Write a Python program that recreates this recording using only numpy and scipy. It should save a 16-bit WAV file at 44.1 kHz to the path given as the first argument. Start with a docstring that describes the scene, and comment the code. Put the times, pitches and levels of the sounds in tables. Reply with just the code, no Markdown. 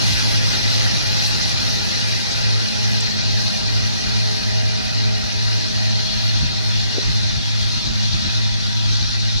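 """An open field, where a six-cylinder tractor pulls disc mowers away. Periodic firing makes the exhaust
drone, and the discs hum and a gearbox whines at fixed ratios of the firing rate. The knives hiss in the
grass and tick on stones; steel hoods rattle and skimming discs ring at their resonances. Light wind
bumps a stereo microphone whose two channels carry the tractor's bass in opposite polarity."""
import sys
import numpy as np
from scipy import signal
from scipy.fft import rfft, irfft, next_fast_len
from scipy.io import wavfile
from scipy.ndimage import uniform_filter1d, map_coordinates

SR = 44100
rng = np.random.default_rng(int(sys.argv[2]) if len(sys.argv) > 2 else 0)


def wrap_up_sound(samples):
    """Save the sound to the file named by the first command line argument, as 16-bit audio."""
    columns = np.atleast_2d(samples).T
    # keep every value between -1 and 1, then stretch to whole-number steps
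    tamed = np.clip(columns, -1, 1)
    steps = np.round(tamed * 32767).astype(np.int16)
    wavfile.write(sys.argv[1], SR, steps)


N = 414540

# Drone: t/s, firing tone level/dB, mower shaft level/dB, firing octave level/dB
DRONE_LEVELS = [(.5, -20.5, -30, -39), (1.9, -25, -30.5, -40), (2.3, -24, -28, -39), (2.5, -22, -26, -31),
                (3.15, -24.5, -25.7, -30.5), (3.8, -22.3, -25.8, -31.5), (6, -21.7, -28, -31),
                (7.2, -21.5, -33, -34), (8, -22.3, -29.5, -31.5), (8.8, -20.3, -32, -33),
                (9.4, -21.5, -29, -38)]
# Exhaust orders: multiple of the firing rate, top level/dB, t of top/s, slope either side/(dB/s)
EXHAUST_ORDERS = [(.5, -41, 5, .2), (1.5, -44, 5, .3), (2.5, -48, 3, .5), (3, -43, 6.5, .6),
                  (4, -39.4, 4.2, 2.8), (5, -41.5, 1.2, 2.4), (6, -37, 4.9, 3.2), (7, -38.8, 4.8, 3.2),
                  (8, -40.8, 1.7, 2.0), (9, -44.5, 5.5, .7), (12, -54, 4, .7), (13.5, -54, 1, 1),
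                  (15, -51, 4, .5), (18, -51, 3, .9), (22.5, -50.5, 3, .9), (24, -48.5, 4, .5),
                  (26.5, -51, 2, 1), (27, -46.5, 1, 1.3), (37, -41, 1.4, 7), (39, -44.5, 3, .7)]
def exhaust(firing):
    """Beating: the firing tone throbs against a slightly faster mower shaft while other orders swell."""
    beat_hz, crest_s, shaft_octave_db = 2.353, 2.5, -16
    beat = np.exp(2j * np.pi * beat_hz * (clock() - crest_s))
    drone, shaft, octave = (amp(curve(DRONE_LEVELS, column=k)) for k in (1, 2, 3))
    lines = tone(firing, 1, drone + shaft * beat, waver=.08)
    lines += tone(firing, 2, octave * (1 + amp(shaft_octave_db) * beat ** 2), waver=.3)
    for multiple, top_db, top_s, fall_db in EXHAUST_ORDERS:
        lines += tone(firing, multiple, swell(top_db, top_s, fall_db), waver=.3 + .016 * multiple)
    return lines


# Spectra of the rumble and the near roar: f/Hz, relative level/dB
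RUMBLE_SPECTRUM = [(20, -18), (32, -15), (59, -3), (104, -.5), (212, -2), (310, -9), (400, -15), (470, -21),
                   (610, -12.5), (850, -12.5), (1030, -23), (1500, -45), (3000, -90)]
ROAR_SPECTRUM = [(50, -12), (110, 5), (250, -6), (500, -7.5), (900, -69)]
def exhaust_noise(firing):
    """Amplitude modulation: a rumble puffs with each firing; a centred roar flutters and recedes."""
    puffs = patchy_noise(patchy_db=1.3) * (1 + .2 * np.cos(firing))
    rumble = amp(-24 + spreading_db()) * picked_up(puffs, RUMBLE_SPECTRUM)
    roar = unit(coloured_noise(ROAR_SPECTRUM, N))
    roar_db = -40 - 2.4 * clock() + 3.3 * wobble(14)
    return rumble + amp(roar_db) * roar


# Cutting strength in thicker and thinner grass: t/s, level/dB
CUTTING = [(0, -25.5), (.1, -23.5), (.39, -26), (.52, -24.5), (.67, -26.5), (.73, -24.5), (1, -27),
           (1.2, -24.5), (1.4, -25), (1.7, -26), (1.9, -26.5), (2.15, -26), (2.5, -27.5), (2.65, -27.5),
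           (3.03, -27.5), (3.15, -28), (3.54, -27.5), (3.63, -28), (4.34, -28.5), (4.48, -29.5),
           (4.85, -29.5), (5, -29.5), (5.38, -30), (5.5, -28.5), (6.3, -28.5), (6.43, -28.5), (6.6, -30),
           (7.05, -28), (7.53, -30), (7.72, -28), (7.91, -29), (8.22, -27.5), (8.4, -28.5), (8.54, -30.5),
           (8.69, -29.5), (8.86, -30.3), (8.94, -27), (9.16, -28.5), (9.4, -29)]
# Spectra of the near hiss, the far hiss and the fizz: f/Hz, relative level/dB
NEAR_HISS = [(1500, -38), (2900, -10), (3300, -6.5), (4100, 2.5), (4550, 1.5), (5070, -0.5), (5750, -1),
             (6200, -5), (7100, -17), (8000, -21.5), (10000, -42), (13000, -89.5)]
FAR_HISS = [(1500, -36), (2900, -8.5), (3300, -8), (3750, 2.5), (4250, 3), (4750, 1.5), (5100, -3.5),
            (5780, -1.5), (6200, -8), (7100, -17), (8000, -24), (10000, -31), (13000, -89)]
FIZZ_SPECTRUM = [(4000, -30), (7000, -4), (8500, 0), (9800, 0), (11000, -2), (11800, -5), (13000, -4.5)]
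def knives():
    """Air absorption: cut grass hisses in uneven wads, and its treble dies faster with distance."""
    hiss_over_cut_db, fizz_over_cut_db, air_loss_db_per_s, dull_at_s = 2.5, -14, 1.19, 13.4
    cut_db = curve(CUTTING)
    # the crop feeds through in regular surges and random clumps
    surge = np.sin(2 * np.pi * 11.3 * clock() + wobble(2))
    wads = amp(.45 * (wobble(34) + wobble(160) + surge))
    stalks = wads * (patchy_noise(patchy_db=3.6, size=3) + .3 * snaps(rate=700, spread_db=4.5))
    far = np.minimum(clock() / dull_at_s, 1)
    hiss = (1 - far) * picked_up(stalks, NEAR_HISS) + far * picked_up(stalks, FAR_HISS)
    grains = patchy_noise(patchy_db=6.5, size=9) + .4 * snaps(rate=250, spread_db=4.5)
    fizz = picked_up(grains, FIZZ_SPECTRUM)
    fizz_flicker_db = 1.3 * wobble(22) + .7 * wobble(5)
    fizz_db = cut_db + fizz_over_cut_db - air_loss_db_per_s * clock() + fizz_flicker_db
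    return amp(cut_db + hiss_over_cut_db) * hiss + amp(fizz_db) * fizz


def snaps(rate, spread_db):
    """Shot noise: stalks and grit hit the hoods as sparse impulses of widely differing size."""
    hits = rng.random((2, N)) < rate / SR
    size = amp(spread_db * np.minimum(rng.exponential(size=(2, N)), 4))
    return unit(hits * size * np.sign(rng.standard_normal((2, N))))


# Spectrum of the steel hoods: f/Hz, relative level/dB
HOOD_SPECTRUM = [(400, -36), (900, -9), (1030, -11), (1200, -6.5), (1445, -.8), (1744, -1.6), (1900, 1.6),
                 (2080, .3), (2220, -5.5), (2370, .3), (2540, .8), (2688, -7), (2840, 2.5), (3090, -7.5),
                 (3300, -3), (4200, -64)]
def hoods(firing):
    """Forced vibration: the hoods clatter with the engine and follow part of the load of grass."""
    rattle = patchy_noise(patchy_db=3.4, size=4) * (1 + .07 * np.cos(firing)) * amp(.45 * wobble(60))
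    load_db = curve(CUTTING) - CUTTING[0][1] - spreading_db()
    return amp(-27.5 + spreading_db() + .38 * load_db) * picked_up(rattle, HOOD_SPECTRUM)


# Disc hum: multiple of the firing rate, level/dB
DISC_ORDERS = [(.9055, -33), (1.358, -43), (1.811, -44)]
# Gear whine: t/s, level/dB
WHINE_LEVEL = [(3, -62), (5.5, -52), (6.5, -47), (7.2, -43), (8.8, -42), (9.4, -44)]
def drivetrain(firing):
    """Rotational harmonics: the discs hum and a gear mesh whines, both geared to the engine."""
    hum = sum(tone(firing, multiple, amp(level_db), waver=.25) for multiple, level_db in DISC_ORDERS)
    whine = tone(firing, 33.75, amp(curve(WHINE_LEVEL)), waver=.6)
    return hum + whine


# Two narrow bands of hiss: f/Hz, bandwidth/Hz, relative level/dB
HISS_BANDS = [(3340, 100, 0), (3470, 110, -3)]
# Their level, which fades early and returns past halfway: t/s, level/dB
HISS_BAND_LEVEL = [(0, -37), (2.5, -63), (5.4, -62), (6.1, -37), (7.4, -36.5), (9.4, -37.5)]
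def narrow_hiss():
    """Band-pass filtering: two narrow bands of hiss near 3.4 kHz, louder on the left."""
    bands = filtered(patchy_noise(patchy_db=5.5), lambda hz: band_pass(HISS_BANDS, hz))
    return amp(curve(HISS_BAND_LEVEL)) * unit(bands * amp([[4], [-4]]))


# Discs skimming the stubble: t/s, top level/dB, f/Hz
DISC_SKIMS = [(1.25, -34, 4250), (2.95, -33, 4315), (3.5, -31.5, 4325), (4.15, -35, 4340),
              (5.3, -38.5, 4260), (6.15, -30, 4300), (6.5, -34.5, 4345), (8.15, -34, 4250)]
def skims():
    """Noise-driven resonance: each skim makes a disc ring, swelling and fading at its own pitch."""
    width_hz = 18
    out = np.zeros((2, N))
    for s, top_db, centre in DISC_SKIMS:
        scrape = rng.standard_normal((2, N))
        ring = unit(filtered(scrape, lambda hz: band_pass([(centre, width_hz, 0)], hz)))
        out += swell(top_db, s, fall_db=13) * np.abs(ports(centre))[:, None] * ring
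    return out


# Stones flicked by the knives: t/s, envelope peak/dB, f/Hz
STONE_HITS = [(0.116, -18, 4350), (1.9525, -15, 4350), (3.008, -17.5, 7500), (4.274, -12, 4350),
              (5.643, -13, 4350), (9.028, -13, 4350)]
def stones():
    """Impact excitation: a knife flicks a stone, giving one bright, heavily damped tick."""
    rise_s, t60_s = .00017, .004
    ticks = np.zeros((2, N))
    for s, peak_db, hz in STONE_HITS:
        age = np.maximum(clock() - s, 0)
        envelope = (1 - np.exp(-age / rise_s)) * amp(-60 * np.minimum(age / t60_s, 2))
        tick = amp(peak_db) * envelope / envelope.max() * np.sin(2 * np.pi * hz * age)
        ticks += np.outer(np.abs(ports(hz)), tick)
    return ticks


# Spectra of the low and high eddies: f/Hz, relative level/dB
LOW_EDDIES = [(15, -38), (30, -7), (45, -2.5), (60, 1), (110, 0), (170, -16.5), (280, -25.5), (500, -66)]
HIGH_EDDIES = [(30, -20), (80, -7.5), (150, -1), (240, -5), (350, -12), (700, -63)]
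# The breeze slackens, then freshens: t/s, base level/dB
BREEZE_LEVEL = [(0, -44), (1.2, -44), (1.7, -45), (2.2, -47), (2.7, -48), (3.7, -45.5), (4.8, -48.5),
                (5.5, -47.5), (6.1, -46), (6.7, -44), (7.2, -43), (8, -42), (8.6, -42.5), (9.4, -43)]
def breeze():
    """Turbulent pressure: low eddies follow the choppy breeze; high ones come and go in puffs."""
    strength = amp(curve(BREEZE_LEVEL) + 4.5 * np.minimum(wobble(24), 1))
    puffs = amp(6 * np.minimum(wobble(11), 1))
    return strength * (amp(6) * eddies(LOW_EDDIES) + amp(-5) * puffs * eddies(HIGH_EDDIES))


def eddies(spectrum):
    """Incoherence: lumpy pressure noise, unrelated at the two microphone ports."""
    return unit(coloured_noise(spectrum) * amp(3.2 * np.array([wobble(25), wobble(25)])))


# Gusts: t/s, half length/s, low eddy level/dB, high eddy level/dB
GUST_THUMPS = [(0.125, 0.026, -23, -32), (1.605, .03, -34, -38), (2.403, .015, -37, -42),
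               (2.5, .02, -37, -54), (2.773, .04, -39, -54), (3.34, .018, -31, -46),
               (3.47, 0.017, -35.5, -53), (3.752, 0.053, -34, -44), (4.074, 0.033, -34, -34),
               (4.416, .025, -34, -38.5), (4.828, .018, -38, -44), (4.952, 0.023, -38.5, -44),
               (5.248, 0.015, -30, -44), (5.36, 0.023, -37, -41), (5.71, 0.036, -35, -50),
               (6.181, 0.02, -31, -42), (6.37, .02, -28, -41), (6.438, 0.026, -24, -27.5),
               (6.55, 0.022, -35, -39), (7.09, 0.032, -24.5, -43), (7.228, .03, -31, -38),
               (7.38, 0.012, -24.5, -39), (7.773, .02, -34.5, -32), (7.903, 0.027, -25, -33),
               (7.954, .016, -33, -43), (8.048, .018, -30, -41.5), (8.148, 0.023, -22.5, -35),
               (8.27, 0.029, -25.5, -30.5), (8.394, 0.018, -33, -35.5), (8.92, 0.035, -29, -38),
               (9.025, 0.023, -28, -33), (9.1, 0.022, -30, -40), (9.29, 0.025, -36, -43),
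               (9.364, 0.016, -24, -41)]
def thumps():
    """Pressure transients: single gusts thump the microphone with short bursts of eddies."""
    deep = sum(amp(low_db) * bump(s, half_s) for s, half_s, low_db, _ in GUST_THUMPS)
    sharp = sum(amp(high_db) * bump(s, half_s) for s, half_s, _, high_db in GUST_THUMPS)
    return deep * even_eddies(LOW_EDDIES) + sharp * even_eddies(HIGH_EDDIES)


def even_eddies(spectrum):
    """Envelope flattening: noise over its running rms gives a thump a body of even strength."""
    noise = coloured_noise(spectrum)
    shared, apart = noise / np.sqrt(np.abs(uniform_filter1d(noise ** 2, size=900, axis=1)) + 1e-20)
    return unit(np.array([shared + apart, shared - apart]))


# Wind pop: t/s, pulse peak/dB, f/Hz
WIND_POPS = [(6.9836, -8, 425)]
def pops():
    """Pressure pulse: wind pops the left port for about one cycle, with a faint scuff of noise."""
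    left = np.zeros(N)
    for s, peak_db, hz in WIND_POPS:
        cycles = (clock() - s) * hz
        pulse = np.cos(2 * np.pi * cycles) * np.exp(-(cycles / .62) ** 2)
        scuff = unit(filtered(rng.standard_normal(N), lambda f: np.exp(-(f / hz - 1) ** 2 * 4)))
        left += amp(peak_db) * (pulse + amp(-18.5) * scuff * np.exp(-np.abs(cycles) / 8))
    return np.outer([1, 0], left)


# Lulls: t/s, half length/s, deep bass dip/dB, upper bass dip/dB
BASS_LULLS = [(1.176, 0.03, 22, 18), (2.06, .014, 14, 14), (2.255, 0.018, 20, 20), (2.62, 0.05, 18, 26),
              (2.92, 0.075, 53, 45), (3.05, .025, 19, 22), (3.38, .012, 16, 10), (3.535, .02, 18, 22),
              (4.257, 0.02, 23, 23), (4.75, .032, 29, 29), (4.93, .09, 0, 9), (5.425, .014, 18, 12),
              (5.53, .06, 6, 18), (5.9, .11, 0, 14), (6.76, .11, 1, 12), (7.42, .014, 12, 14),
              (7.57, .03, 0, 12), (8.777, 0.018, 13, 5)]
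def lulled(pair):
    """Common-mode attenuation: the bass that the two channels share dips briefly."""
    below = lambda edge_hz: filtered(pair.mean(axis=0), lambda hz: 1 / (1 + (hz / edge_hz) ** 20))
    deep, bass = below(edge_hz=150), below(edge_hz=370)
    deep_db = -sum(dip_db * bump(s, half_s) for s, half_s, dip_db, _ in BASS_LULLS)
    upper_db = -sum(dip_db * bump(s, half_s) for s, half_s, _, dip_db in BASS_LULLS)
    return pair - (1 - amp(deep_db)) * deep - (1 - amp(upper_db)) * (bass - deep)


# Channel balance: f/Hz, left minus right level/dB
BALANCE = [(61, 0), (390, 0), (761, -6), (1235, -5), (1466, 0.5), (2530, -2), (2839, 7), (3159, -7),
           (4053, 8), (4306, 5), (5415, -1.5), (5827, -4.5), (7819, 0), (12997, -1)]
# Channel phase: f/Hz, lead of the left/rad
PHASE_LEAD = [(100, 3.06), (200, 3.14), (320, 3.14), (425, 2.5), (520, 3.7), (640, 3.4), (900, 3.5),
              (1200, 4.2), (2000, 4.25), (2240, 3.55), (2670, 5.1), (2930, 3.9), (3300, 5.4), (4220, 5.4),
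              (4650, 4.2), (6000, 5.9)]
def ports(hz):
    """Level and phase differences: complex left and right gains for sound from the tractor."""
    half_db, lead = along(BALANCE, hz) / 2, along(PHASE_LEAD, hz)
    gains = np.array([amp(half_db) * np.exp(.5j * lead), amp(-half_db) * np.exp(-.5j * lead)])
    return gains / np.sqrt(np.mean(np.abs(gains) ** 2, axis=0))


# Likeness of the channels: f/Hz, coherence (0 to 1)
COHERENCE = [(290, 1), (350, .99), (480, .85), (750, .87), (1050, .55), (1500, .68), (2250, .68),
             (4000, .48), (5500, .2), (8000, .1), (11000, .45), (13000, .2)]
def picked_up(pair, spectrum):
    """Partial coherence: two unrelated signals are coloured and blended into two channels at rms 1."""
    def blend(hz):
        angle = np.arccos(np.clip(along(COHERENCE, hz), 0, 1)) / 2
        return amp(along(spectrum, hz)) * [np.cos(angle), np.sin(angle)]
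    shared, apart = filtered(pair, blend)
    return unit(filtered(np.array([shared + apart, shared - apart]), ports))


def tone(firing, multiple, gain, waver):
    """Scintillation: moving air makes a line locked to the crankshaft waver, faster at high pitch."""
    rate = 7 + .4 * multiple
    flutter = 1 + waver * (wobble(rate) + 1j * wobble(rate))
    phase = multiple * firing + np.angle(flutter) + rng.uniform(0, 2 * np.pi)
    line = unit(np.abs(flutter)) * np.exp(1j * phase)
    return np.sqrt(2) * np.real(ports(multiple * FIRING_RATE[0][1])[:, None] * gain * line)


def spreading_db():
    """Spherical spreading: the level falls as the tractor drives straight away."""
    start_m, speed_m_per_s = 16.6, 2.97
    return -20 * np.log10(1 + speed_m_per_s * clock() / start_m)


def band_pass(bands, hz):
    """Parallel filters: the summed response of second-order pass bands."""
    return sum(amp(db) * 1j * hz * width / (centre ** 2 - hz ** 2 + 1j * hz * width)
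               for centre, width, db in bands)


def patchy_noise(patchy_db, size=7):
    """Random modulation: two noises with patches of gain in time and pitch; a small size is restless."""
    spectra = signal.stft(rng.standard_normal((2, N)), nperseg=1024)[2]
    field = rng.standard_normal(spectra.shape[1:])
    field = uniform_filter1d(uniform_filter1d(field, size=size, axis=0), size=size, axis=1)
    return signal.istft(spectra * amp(patchy_db * np.minimum(unit(field), 1)), nperseg=1024)[1][:, :N]


def coloured_noise(spectrum, shape=(2, N)):
    """Spectral shaping of white noise."""
    return filtered(rng.standard_normal(shape), lambda hz: amp(along(spectrum, hz)))


def filtered(x, response):
    """Linear filtering: the spectrum of x times a complex frequency response."""
    size = next_fast_len(N + SR // 2)
    return irfft(rfft(x, size) * response(np.fft.rfftfreq(size, 1 / SR)), size)[..., :N]


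def wobble(rate):
    """Spline interpolation of random knots, rate knots a second."""
    knots = rng.standard_normal(int(N * rate / SR) + 4)
    steps = np.arange(len(knots) * 10 - 10) / 10
    return np.interp(clock() * rate, steps, map_coordinates(knots, [steps]))


def swell(top_db, top_s, fall_db):
    """Exponential growth and decay about a top, at fall_db a second."""
    return amp(top_db - fall_db * np.abs(clock() - top_s))


def bump(s, half_s):
    """Gaussian envelope of height 1 around time s."""
    return np.exp(-np.minimum(((clock() - s) / half_s) ** 2, 20))


def curve(rows, column=1):
    """Linear interpolation of one column over time."""
    table = np.transpose(rows)
    return np.interp(clock(), table[0], table[column])


def along(points, hz):
    """Interpolation on a logarithmic frequency axis."""
    f, values = np.transpose(points)
    return np.interp(np.log(hz + 1), np.log(f + 1), values)


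def amp(db):
    """Amplitude ratio of a level in decibels."""
    return 10 ** (np.asarray(db) / 20)


def unit(x):
    """Normalisation to rms 1."""
    return x / np.sqrt(np.mean(x ** 2) + 1e-20)


def clock():
    """Uniform sampling: t/s of each sample."""
    return np.arange(N) / SR


# Engine firing rate: t/s, f/Hz
FIRING_RATE = [(0, 106.2), (0.7, 106.2), (2.5, 105.9), (3.6, 105.95), (5.1, 105.73), (5.8, 106.0),
               (6.5, 105.77), (7.6, 105.63), (9.4, 105.8)]
def scene():
    """Superposition: machine and wind add, and everything that turns follows the crankshaft."""
    firing = 2 * np.pi * np.cumsum(curve(FIRING_RATE)) / SR  # phase/rad
    tractor = exhaust(firing) + exhaust_noise(firing)
    mowers = drivetrain(firing) + hoods(firing) + narrow_hiss() + knives() + skims() + stones()
    wind = breeze() + thumps() + pops()
    return lulled(tractor + mowers + wind)


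def record(dry):
    """Band limiting: an ideal low-pass filter removes the highest treble."""
    return filtered(dry, lambda hz: hz < 13080)


dry = scene()
out = record(dry)
wrap_up_sound(out)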